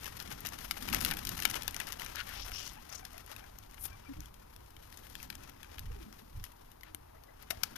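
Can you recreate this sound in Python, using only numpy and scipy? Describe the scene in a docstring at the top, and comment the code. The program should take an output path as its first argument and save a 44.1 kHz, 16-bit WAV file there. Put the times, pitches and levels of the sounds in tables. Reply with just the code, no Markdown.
"""Pigeons take off from the grass of a yard: feathers flutter and flick, wings push air, and wing tips
clap, the fullest claps knocking on a trapped pocket of air. From about 2 s something rustles softly close
by and flight feathers whistle overhead. From about 3 s beaks peck at thrown feed; faint chirps and short
coos follow, and loud claps return at 7.5 s. Throughout, the yard hums and a breeze rumbles on a
hand-held recorder with one open port and one shadowed port."""
import sys
import numpy as np
from scipy import signal
from scipy.fft import rfft, irfft, next_fast_len
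from scipy.io import wavfile
from scipy.ndimage import uniform_filter1d

SR = 44100
rng = np.random.default_rng(int(sys.argv[2]) if len(sys.argv) > 2 else 0)


def store_pcm(level_fs):
    """Save levels as 16-bit WAV."""
    pcm = np.round(np.clip(level_fs, -1, 1) * 32767).astype(np.int16)
    wavfile.write(sys.argv[1], SR, np.atleast_2d(pcm).T)


N = 342657
TIME = np.arange(N) / SR

# Spectra of the sources and of the echo. Each row: frequency in Hz, relative spectral density in dB.
RUMBLE_SPECTRUM = [(12, -5.5), (28, 1), (50, 0.5), (100, -4), (150, -15), (300, -41), (1000, -63)]
DRAUGHT_SPECTRUM = [(60, -4), (150, -2.5), (260, -3), (350, -9), (500, -28), (1500, -37.5)]
YARD_HUM_SPECTRUM = [(120, -28), (300, -4.5), (450, -0.5), (650, -2), (900, 1), (1300, -5.5), (2000, -13.5),
                     (3200, -20.5), (6000, -21), (14000, -14.5)]
FEATHER_RUSH_SPECTRUM = [(150, -19), (450, 3), (750, 2.5), (1300, 2.5), (2000, 1.5), (3200, -1.5),
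                         (4200, -7), (5800, -2), (9000, -9), (15000, -25)]
FEATHER_EDGE_SPECTRUM = [(1500, -4), (4000, 7), (6000, 4.5), (10500, 7), (13500, 10), (16000, -26)]
CLAP_SPECTRUM = [(100, -51), (450, -32), (800, -5), (1150, 2), (1700, 5), (2800, 5.5), (4200, 0), (5800, 3),
                 (10000, 2), (13500, 3.5), (15500, -6)]
ECHO_SPECTRUM = [(200, 1.5), (700, 5.5), (2000, -9), (5000, -9), (14000, -52)]
CAPSULE_HISS_SPECTRUM = [(1500, -7.5), (3000, -9), (5000, -11.5), (12000, -18)]
# Breeze on the ports. Each row: time in seconds, relative level in dB.
BREEZE_LEVELS = [(0.0, -57), (0.5, -58.5), (1.25, -53), (3.01, -61), (5.6, -61), (5.89, -61), (6.79, -62.5),
                 (7.77, -62.5)]
# Puffs of wind on the ports. Each row: peak time in seconds, 1/e half length in seconds, level in dB.
WIND_PUFFS = [(2.437, 0.097, -53.5), (3.882, 0.087, -56.5), (4.194, 0.078, -50.5), (5.89, 0.077, -42.5),
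              (6.388, 0.039, -42.5), (7.576, 0.032, -55)]
# Low draught of the wings. Each row: time in seconds, relative level in dB.
DRAUGHT_LEVELS = [(0.0, -66.5), (0.2, -58.5), (0.46, -58), (0.67, -64), (0.8, -58), (0.92, -46),
                  (0.99, -49), (1.11, -48), (1.2, -58), (1.31, -50.5), (1.4, -54.5), (1.53, -52.5),
                  (1.66, -60), (1.95, -63), (2.81, -67), (4.8, -70), (5.39, -61.5), (5.63, -69.5),
                  (6.04, -61.5), (6.43, -71), (7.36, -73.5), (7.77, -61)]
# Flutter of the flock. Each row: time in seconds, relative levels of rush and of edge hiss in dB.
FLOCK_LEVELS = [(0.0, -54, -57), (0.48, -54.5, -62), (0.69, -56.5, -56), (0.89, -49.5, -54),
                (0.97, -43, -50), (1.03, -42.5, -42.5), (1.13, -50.5, -54), (1.22, -47.5, -52.5),
                (1.43, -53, -51.5), (1.48, -53.5, -61), (1.56, -48, -55), (2.08, -55.5, -62),
                (2.53, -55.5, -56), (2.73, -59, -64), (3.24, -60.5, -67), (3.51, -65.5, -69),
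                (4.05, -65, -72.5), (4.67, -69, -70.5), (5.19, -61.5, -62), (5.52, -64, -73.5),
                (6.04, -63, -67.5), (6.47, -71.5, -70), (7.2, -73.5, -89), (7.55, -63.5, -69),
                (7.77, -61.5, -69)]
# Near birds beating their wings. Each row: first stroke, last stroke and beat period in seconds,
# swish in dB relative to the flock.
WINGBEAT_RUNS = [(0.063, 0.595, 0.13, -2.5), (0.742, 1.1, 0.17, -5.5), (0.885, 2.15, 0.12, -28),
                 (1.32, 1.47, 0.1, -4), (1.555, 2.06, 0.11, -6.5), (2.922, 3.31, 0.13, -1.5),
                 (5.19, 5.45, 0.121, -12), (5.225, 5.77, 0.061, -24), (7.515, 7.77, 0.13, 3.5)]
# Light ticks: wing flicks in flight, later (about 3 to 7 s) beaks pecking at feed.
# Each row: time in seconds, level in dB, treble tilt in dB.
FLICKS_AND_PECKS = [(0.034, -48, 8), (0.044, -37, 0), (0.058, -38.5, -1), (0.065, -38, -5), (0.169, -40, 9),
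                    (0.225, -42, 14), (0.305, -45, 13), (0.325, -40, 6), (0.406, -39.5, 21),
                    (0.456, -42, -4), (0.469, -31, 13), (0.5445, -52, 10), (0.588, -40.5, 6),
                    (0.613, -46, -10), (0.718, -41, 3), (0.7416, -46, -9), (0.77, -42.5, -22),
                    (0.825, -35, 3), (0.8998, -37, 8), (0.9575, -41, -2), (1.007, -32, 7), (1.082, -41, 7),
                    (1.1175, -30, -14), (1.190, -36, 6), (1.2344, -44, 5), (1.271, -30, 5),
                    (1.3917, -37, -3), (1.433, -36, -1), (1.4495, -39, -3), (1.503, -33, 6),
                    (1.5552, -34, 1), (1.633, -37.5, 7), (1.7091, -40, 14), (1.745, -34.5, 9),
                    (1.814, -38, -14), (1.870, -37.5, 6), (1.8875, -40, 7), (1.923, -33.5, 4),
                    (2.047, -39, 12), (2.063, -37, -4), (2.136, -53, -3), (2.291, -41, 13),
                    (2.548, -42.5, -1), (2.677, -41.5, 2), (2.7337, -47, 8), (2.893, -45.5, 8),
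                    (2.951, -43.5, 12), (3.132, -49, 17), (3.18, -42, 2), (3.263, -47, 14),
                    (3.3157, -43, 5), (3.407, -52, -18), (3.441, -50, -13), (3.6367, -56, 10),
                    (3.7112, -53, 13), (3.744, -48.5, 2), (3.78, -49, -16), (4.0402, -57, -24),
                    (4.342, -49.5, 4), (4.397, -59, -2), (4.706, -53, 4), (4.766, -48.5, -1),
                    (5.1001, -49, 3), (5.15, -56, 5), (5.202, -46, -7), (5.328, -47, -10),
                    (5.436, -46.5, -2), (5.496, -46, 1), (5.631, -42.5, -3), (5.646, -49, -5),
                    (5.6951, -63, -15), (5.8575, -54, 0), (5.919, -52.5, -6), (6.127, -48, -6),
                    (6.19, -53.5, -2), (6.3983, -52.5, -4), (6.465, -52, -3), (6.519, -52.5, 8),
                    (6.717, -50, 11), (6.81, -52.5, 0), (7.237, -52, 11), (7.425, -47, 21),
                    (7.5054, -28.5, 8), (7.759, -43, 9)]
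# Wing tips meeting, and between about 3 and 7 s isolated ticks of beaks pecking. Each row: time in seconds, #
# level in dB, treble tilt in dB, decay time in ms, resonance in Hz.
CLAPS_AND_TICKS = [(0.2013, -36, 2, 2.7, 3900), (0.4622, -34, 5, 2.1, 6200), (0.4882, -37, 8, 2.0, 5800),
                   (0.7107, -25.5, -2, 2.4, 5200), (0.8879, -32, -1, 1.3, 2600), (0.9288, -26.5, -2, 1.3, 2900),
                   (0.9364, -32, 5, 2.0, 5900), (0.9465, -22.5, 1, 1.4, 2400), (1.0124, -29, 10, 1.4, 6200),
                   (1.0492, -21.3, 3, 1.5, 4700), (1.0609, -30, -1, 2.8, 4400), (1.112, -27, -1, 3.0, 4300),
                   (1.1375, -34, -3, 1.7, 1700), (1.1698, -34, 3, 1.8, 3400), (1.2514, -32, 4, 1.9, 6200),
                   (1.2915, -29, 7, 1.6, 6200), (1.3782, -37, 3, 1.4, 6200), (1.4015, -32, 5, 1.7, 6000),
                   (1.4233, -31, 0, 2.8, 2800), (1.4532, -17.3, -5, 1.0, 3200), (1.4992, -35.5, -2, 1.8, 6100),
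                   (1.5116, -33, 8, 1.7, 5500), (1.5424, -32.5, -4, 1.2, 3300), (1.5633, -34, -3, 3.3, 2700),
                   (1.6221, -35, 5, 2.2, 5200), (1.6796, -24.8, 0, 1.6, 2800), (1.7651, -32, -1, 2.6, 2800),
                   (1.8015, -28.5, -4, 1.7, 3000), (1.929, -36, 0, 1.9, 5800), (1.9972, -36, 0, 2.5, 3300),
                   (2.0194, -36, -7, 1.3, 2000), (2.1575, -35, 5, 1.3, 5600), (2.5181, -39, -5, 1.3, 3200),
                   (3.0519, -38, 2, 2.2, 5100), (3.3637, -41, 2, 1.6, 2300), (3.5869, -43, 8, 1.2, 6200),
                   (3.8545, -35, 9, 1.3, 11000), (4.2054, -42, 9, 1.1, 6000), (4.2579, -47, 4, 2.1, 6200),
                   (4.5628, -47, 5, 1.3, 5100), (4.9261, -48, 0, 1.9, 4900), (4.973, -43, 8, 1.3, 6200),
                   (5.1535, -37.5, -5, 1.1, 3600), (5.2295, -39, 4, 2.6, 5900), (5.3018, -34.5, 0, 2.6, 4700),
                   (5.3535, -41, 6, 1.6, 1600), (5.784, -42, -3, 2.4, 3400), (5.7933, -38, 6, 1.4, 4400),
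                   (6.4406, -36, 2, 1.5, 3200), (6.8334, -43, -2, 1.8, 2000), (6.9476, -35, 8, 1.4, 12000),
                   (7.5086, -27, 1, 3.2, 5900), (7.635, -21, 2, 3.4, 4700), (7.7625, -40, -1, 2.3, 5500)]
# Air pockets trapped by claps. Each row: start in seconds, pitch in Hz, fundamental's peak in dB.
AIR_KNOCKS = [(0.7105, 2180, -25.5), (1.0495, 1110, -39), (1.453, 810, -30), (1.68, 965, -37),
              (6.9465, 325, -40.5), (7.507, 660, -27), (7.636, 1290, -30), (7.757, 1530, -37)]
# Short bands of noise: soft rustles and, in the last two rows, the ring and tail of the last claps.
# Each row: peak time, rise and fall in seconds, level in dB, centre in Hz, width in octaves.
RUSTLES_AND_CLAP_TAILS = [(2.2, 0.029, 0.02, -39, 1550, 0.16), (2.205, 0.038, 0.012, -38.5, 2860, 0.46),
                          (2.3, 0.02, 0.045, -45, 1660, 0.35), (2.41, 0.11, 0.032, -47, 3100, 0.34),
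                          (2.429, 0.076, 0.042, -46, 5400, 0.13), (2.552, 0.023, 0.026, -40, 5340, 0.1),
                          (2.61, 0.039, 0.041, -40.5, 5650, 0.3), (2.672, 0.024, 0.034, -43, 5900, 0.36),
                          (2.6, 0.067, 0.064, -48, 2830, 0.16), (2.699, .004, .012, -54, 3200, .1),
                          (2.902, .008, .004, -43, 6000, 0.21), (2.927, 0.0063, 0.011, -41, 5800, 0.21),
                          (2.953, 0.007, 0.011, -36.5, 6100, 0.23), (2.979, .004, .014, -41.5, 6240, 0.23),
                          (3.845, 0.041, 0.024, -39.5, 10700, 0.38),
                          (3.845, 0.029, 0.028, -44.5, 13300, 0.22),
                          (3.856, 0.012, 0.0084, -36.5, 1780, 5.1), (4.06, 0.023, 0.027, -62, 1380, 0.21),
                          (5.19, 0.05, 0.046, -55, 4800, 0.65), (6.452, 0.0092, 0.0079, -45, 10000, 1.6),
                          (6.888, 0.038, 0.012, -52, 1660, 0.8), (7.42, 0.019, 0.023, -53.5, 1500, 1.6),
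                          (7.524, 0.0063, 0.017, -45.5, 655, 0.17), (7.658, .008, 0.024, -48, 3600, 1.3)]
# Whistling wing strokes. Each row: first stroke, last stroke and beat period in seconds,
# typical start pitch in Hz, typical level in dB.
WHISTLE_RUNS = [(2.35, 3.4, 0.131, 670, -55), (7.11, 7.26, 0.15, 600, -61)]
# Chirps and coos. Each row: start and length in seconds, start and end pitch in Hz, level in dB.
CHIRP_NOTES = [(3.908, 0.052, 2420, 2290, -55.5), (3.91, .04, 1590, 1620, -58),
               (3.922, .04, 1090, 1150, -57), (3.92, .04, 770, 790, -59), (4.055, 0.034, 2360, 2340, -55),
               (7.275, 0.036, 1980, 2050, -60)]
COO_NOTES = [(4.082, 0.052, 276, 265, -42), (4.155, 0.072, 156, 157, -52.5), (4.16, 0.065, 319, 296, -50.5),
             (5.895, 0.035, 445, 475, -54), (5.95, 0.04, 414, 390, -52), (5.998, 0.036, 364, 318, -51.5),
             (6.052, 0.05, 214, 206, -49.5), (6.215, 0.04, 249, 240, -61), (6.849, 0.18, 333, 276, -66)]


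def from_db(db):
    """Amplitude grows tenfold for every 20 dB."""
    return 10 ** (np.asarray(db) / 20)


def rms_one(x):
    """Normalisation brings a signal to unit mean power."""
    return x / np.sqrt(np.mean(x ** 2) + 1e-20)


def in_time(rows):
    """Linear interpolation gives each column of a level table at every sample."""
    times, *columns = np.transpose(rows)
    return [np.interp(TIME, times, column) for column in columns]


def coloured(x, spectrum, bright_db=0):
    """Spectral shaping weights each frequency, with a tilt of bright_db from 2 to 10 kHz; rms 1."""
    size = next_fast_len(len(x))
    log_hz = np.log(np.fft.rfftfreq(size, 1 / SR) + 1)
    hz, db = np.transpose(spectrum)
    tilt = np.clip((log_hz - np.log(2000)) / np.log(5), -.5, 1)
    gain = from_db(np.interp(log_hz, np.log(hz), db) + bright_db * tilt)
    return rms_one(irfft(rfft(x, size) * gain, size)[:len(x)])


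def noise(spectrum):
    """Filtered white noise takes on the spectrum of its filter; rms 1."""
    return coloured(rng.standard_normal(N), spectrum)


def drift(rate_hz):
    """Low-passed noise wanders at random, mostly slower than rate_hz; rms 1."""
    pole = np.exp(-2 * np.pi * rate_hz / SR)
    return rms_one(signal.lfilter([1], [1, -2 * pole, pole * pole], rng.standard_normal(N + SR))[SR:])


def impulses(per_s):
    """Independent random events form a Poisson train of impulses; rms 1."""
    return rms_one((rng.random(N) < per_s / SR) * rng.standard_normal(N))


def hump(t, rise, fall):
    """A two-sided Gaussian envelope swells to 1 at t = 0 and fades."""
    return np.exp(-(t / np.where(t < 0, rise, fall)) ** 2)


def delayed(x, seconds):
    """A longer path delays the arrival of a wave."""
    return np.interp(TIME - seconds, TIME, x, left=0)


def strokes(runs):
    """Wingbeats are periodic: each stroke gets a row with its time and its run's remaining columns."""
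    return np.array([(s, *rest) for first, last, period, *rest in runs
                     for s in np.arange(first, last + period / 2, period)])


def moving_air(breeze_gain_db=3, draught_gain_db=4):
    """Unsteady flow presses on the ports: breeze and puffs rumble, and wings push a low draught."""
    (breeze_db,), (draught_db,) = in_time(BREEZE_LEVELS), in_time(DRAUGHT_LEVELS)
    rumble, puffs = noise(RUMBLE_SPECTRUM), 0
    for s, half_s, db in WIND_PUFFS:
        swell = hump(TIME - s, half_s, half_s)
        puffs += from_db(db) * swell * np.linalg.norm(swell) / np.linalg.norm(swell * rumble)
    draught = from_db(draught_db + draught_gain_db) * noise(DRAUGHT_SPECTRUM)
    return (from_db(breeze_db + breeze_gain_db) + puffs) * rumble + draught


def scuff_envelope(per_s=70, decay_s=.0045, share=.56):
    """Incoherent sources add in power: each touch of two feathers lifts the rush and dies away."""
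    touches = (rng.random(N) < per_s / SR) * rng.uniform(.3, 1, N)
    power = signal.lfilter([1], [1, -np.exp(-1 / (decay_s * SR))], touches + 1e-18)
    return np.sqrt(1 - share + share * power / power.mean())


def flutter(throb_hz=20, throb_db=2.5, lull_s=.0028, lull_db=8, rush_gain_db=6.5, hiss_gain_db=8):
    """Overlapping wing strokes modulate broadband noise, with fine ticks of feather on feather."""
    rush_db, hiss_db = in_time(FLOCK_LEVELS)
    # every downstroke of a near bird swishes above the flock
    coarse = TIME[::20]
    swish = 1 + sum(from_db(db) * hump(coarse - s, .007, .024) for s, db in strokes(WINGBEAT_RUNS))
    # a wing slows at the top of its stroke, so the rush sinks just before each clap
    tops = np.array(CLAPS_AND_TICKS)[:, 0] - 5.5 * lull_s
    nearest = np.rint(np.interp(TIME, tops, np.arange(len(tops)))).astype(int)
    lull = np.exp(-((TIME - tops[nearest]) / lull_s) ** 2)
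    envelope = np.interp(TIME, coarse, swish) * scuff_envelope()
    envelope *= from_db(throb_db * drift(throb_hz) - lull_db * lull)
    ticks = .17 * impulses(per_s=150)
    rush = coloured(rng.standard_normal(N) + ticks, FEATHER_RUSH_SPECTRUM)
    hiss = coloured(rng.standard_normal(N) + ticks, FEATHER_EDGE_SPECTRUM)
    return envelope * (from_db(rush_db + rush_gain_db) * rush + from_db(hiss_db + hiss_gain_db) * hiss)


def flicks_and_pecks(strays_per_s=3, decay_ms=3, ring_hz=3860, spread_octaves=.52):
    """Light impacts tick like small claps: wings flick, later beaks peck; other birds add faint ones."""
    flock_s, flock_db, _ = np.transpose(FLOCK_LEVELS)
    times = TIME[(rng.random(N) < strays_per_s / SR) & (TIME > .02)]
    strays = [(s, np.interp(s, flock_s, flock_db) - 6 - 3.5 * soft, 7 + 3 * bright)
              for s, (soft, bright) in zip(times, rng.standard_normal((len(times), 2)))]
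    rows = []
    for s, db, bright_db in FLICKS_AND_PECKS + strays:
        hz = ring_hz * 2 ** (spread_octaves * rng.standard_normal())
        rows.append((s, db, bright_db, decay_ms, min(hz, SR / 4)))
    return claps(rows)


def claps(rows, colour_db=1.5, ragged_db=5.5, brush_db=-24, brush_s=.016, ground_lag_s=.001193):
    """An impact radiates a broadband pulse: in a wing clap feathers touch, tips crack, vanes part."""
    out = np.zeros(N + SR)
    t = np.arange(-SR // 100, SR // 16) / SR
    after, before = np.maximum(t, 0), np.maximum(-t, 0)
    for s, db, bright_db, decay_ms, ring_hz in rows:
        decay_s = decay_ms / 1000
        spectrum = [(hz, gain + colour_db * rng.standard_normal()) for hz, gain in CLAP_SPECTRUM]
        rise = np.exp(-before / (.25 * decay_s))
        fall = np.exp(-after / decay_s) + from_db(brush_db) * np.exp(-after / brush_s)
        # the flight feathers land one after another
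        ragged = from_db(ragged_db * np.interp(t, t[::20], rng.standard_normal(len(t[::20]))))
        contact = coloured(rng.standard_normal(len(t)), spectrum, bright_db)
        crack = coloured((t == 0).astype(float), spectrum, bright_db + 3)
        slap = rms_one(contact * rise * fall * ragged) + .85 * crack
        # every wing cups the air differently and resonates at a pitch of its own
        direct = slap + 1.1 * signal.lfilter(*signal.iirpeak(ring_hz, Q=4, fs=SR), slap)
        # a dull reflection off the turf interferes and makes the clap hollow
        lag = round(ground_lag_s * np.exp(.13 * rng.standard_normal()) * SR)
        bounce = np.roll(uniform_filter1d(direct, size=5), lag)
        # the burst carries the energy of 8 ms at its stated level
        burst = rms_one(direct + .8 * bounce) * np.sqrt(.008 * SR / len(t))
        start = round((s + t[0]) * SR)
        out[start:start + len(t)] += from_db(db) * burst
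    return out[:N]


def knocks(decay_s=.003, overtone_ratio=2.2, overtone_db=-1):
    """Air trapped by the fullest claps is a damped resonator, ringing briefly with one overtone."""
    out = np.zeros(N)
    for s, hz, db in AIR_KNOCKS:
        on = (TIME > s) & (TIME < s + 10 * decay_s)
        t = TIME[on] - s
        phase = 2 * np.pi * hz * t
        ring = np.sin(phase) + from_db(overtone_db) * np.sin(overtone_ratio * phase)
        out[on] += from_db(db) * np.exp(-t / decay_s) * ring
    return out


def rustles_and_clap_tails(grain_db=2, skirt_db=10):
    """Band-limited noise swells and fades: soft rustles, then the ring and tail of the last claps."""
    out = np.zeros(N)
    crackle = .65 * impulses(per_s=600)
    grainy_hiss = rng.standard_normal(N) + crackle
    for s, rise, fall, db, hz, octaves in RUSTLES_AND_CLAP_TAILS:
        on = (TIME > s - 3 * rise) & (TIME < s + 3 * fall)
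        band = [(hz * 2 ** (k * octaves), -skirt_db * np.log1p(k * k / 2)) for k in range(-8, 9)]
        out[on] += from_db(db) * hump(TIME[on] - s, rise, fall) * coloured(grainy_hiss[on], band)
    return out * from_db(grain_db * drift(120))


def gliding_tones(rows, waver, rasp_db, partials_db):
    """Random modulation of frequency (waver) and amplitude (rasp) roughens short harmonic glides."""
    out = np.zeros(N)
    unsteady = 1 + waver * drift(69)
    for s, length, start_hz, end_hz, db in rows:
        on = (TIME > s) & (TIME < s + length)
        progress = (TIME[on] - s) / length
        hz = (start_hz + (end_hz - start_hz) * progress) * unsteady[on]
        phase = 2 * np.pi * np.cumsum(hz) / SR
        tone = sum(from_db(gain) * np.sin(k * phase) for k, gain in enumerate(partials_db, 1))
        out[on] += from_db(db) * np.sqrt(2) * np.sin(np.pi * progress) * tone
    return out * from_db(rasp_db * drift(125))


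def feather_whistles(length_s=.065, glide=1.08, scatter_s=.015, scatter_octaves=.16, scatter_db=1.5):
    """Airflow through the flight feathers excites a rising, raspy tone, different on each stroke."""
    s, hz, db = strokes(WHISTLE_RUNS).T
    late, sharp, loud = rng.standard_normal((len(s), 3)).T
    hz = hz * 2 ** (scatter_octaves * sharp)
    rows = zip(s + scatter_s * late, np.full(len(s), length_s), hz, hz * glide, db + scatter_db * loud)
    return gliding_tones(rows, waver=.07, rasp_db=3.5, partials_db=[0, -7, -7])


def chirps():
    """Brief high tones with a rapidly fluctuating amplitude are heard as faint squeaks."""
    return gliding_tones(CHIRP_NOTES, waver=.015, rasp_db=3, partials_db=[0, -18])


def coos():
    """A pigeon's voice is a nearly pure tone: a low fundamental with a weak second harmonic."""
    return gliding_tones(COO_NOTES, waver=.015, rasp_db=1.5, partials_db=[0, -22])


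def yard_echo(x, t60_s=.98, onset_s=.00095, wet_db=-22):
    """Scattering from fences and trees leaves a thin, dull tail that decays exponentially."""
    t = TIME[:SR // 2]
    envelope = from_db(-60 * t / t60_s) * (1 - np.exp(-t / onset_s))
    tail = coloured(rng.standard_normal(len(t)), ECHO_SPECTRUM) * envelope
    return from_db(wet_db) * signal.fftconvolve(x, tail / np.linalg.norm(tail))[:N]


def shadowed(x, corner_hz=270, lag_s=.00054, gain_db=.5, scatter_db=-23, scatter_hz=5000):
    """Low frequencies diffract into the acoustic shadow, so the far port hears late, muffled sound."""
    muffled = signal.sosfilt(signal.butter(1, corner_hz, fs=SR, output="sos"), delayed(x, lag_s))
    # treble arrives by three scattered paths whose strengths shift as the birds move
    paths = rng.standard_normal((3, SR // 200)) * np.exp(-np.linspace(0, 4, SR // 200))
    paths /= np.linalg.norm(paths)
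    scattered = sum(drift(46) * signal.oaconvolve(x, path)[:N] for path in paths)
    dulled = signal.sosfilt(signal.butter(2, scatter_hz, fs=SR, output="sos"), scattered)
    return from_db(gain_db) * muffled + from_db(scatter_db) * dulled


def scene(hum_db=-57.5, capsule_hiss_db=-69.5):
    """Pressures superpose at two ports: sound is shadowed at the far one, while wind presses on both."""
    birds = claps(CLAPS_AND_TICKS) + flutter() + feather_whistles() + flicks_and_pecks() + knocks()
    calls = coos() + chirps()
    sound = birds + yard_echo(birds) + rustles_and_clap_tails() + calls
    sound += from_db(hum_db) * noise(YARD_HUM_SPECTRUM)
    wind = moving_air()
    far_wind = from_db(1.46) * delayed(wind, seconds=.0008)
    capsule_hiss = from_db(capsule_hiss_db) * noise(CAPSULE_HISS_SPECTRUM)
    return np.array([sound + wind, shadowed(sound) + capsule_hiss + far_wind])


def record(dry, notch_hz=7900, notch_q=2.34, notch_depth=.62, cutoff_hz=14400):
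    """Each port's duct is an acoustic filter that hollows the treble; a steep low-pass cuts the top."""
    notched = signal.lfilter(*signal.iirnotch(notch_hz, notch_q, fs=SR), dry)
    hollowed = dry + notch_depth * (notched - dry)
    return signal.sosfilt(signal.ellip(10, .3, 80, cutoff_hz, fs=SR, output="sos"), hollowed)


dry = scene()
out = record(dry)
store_pcm(out)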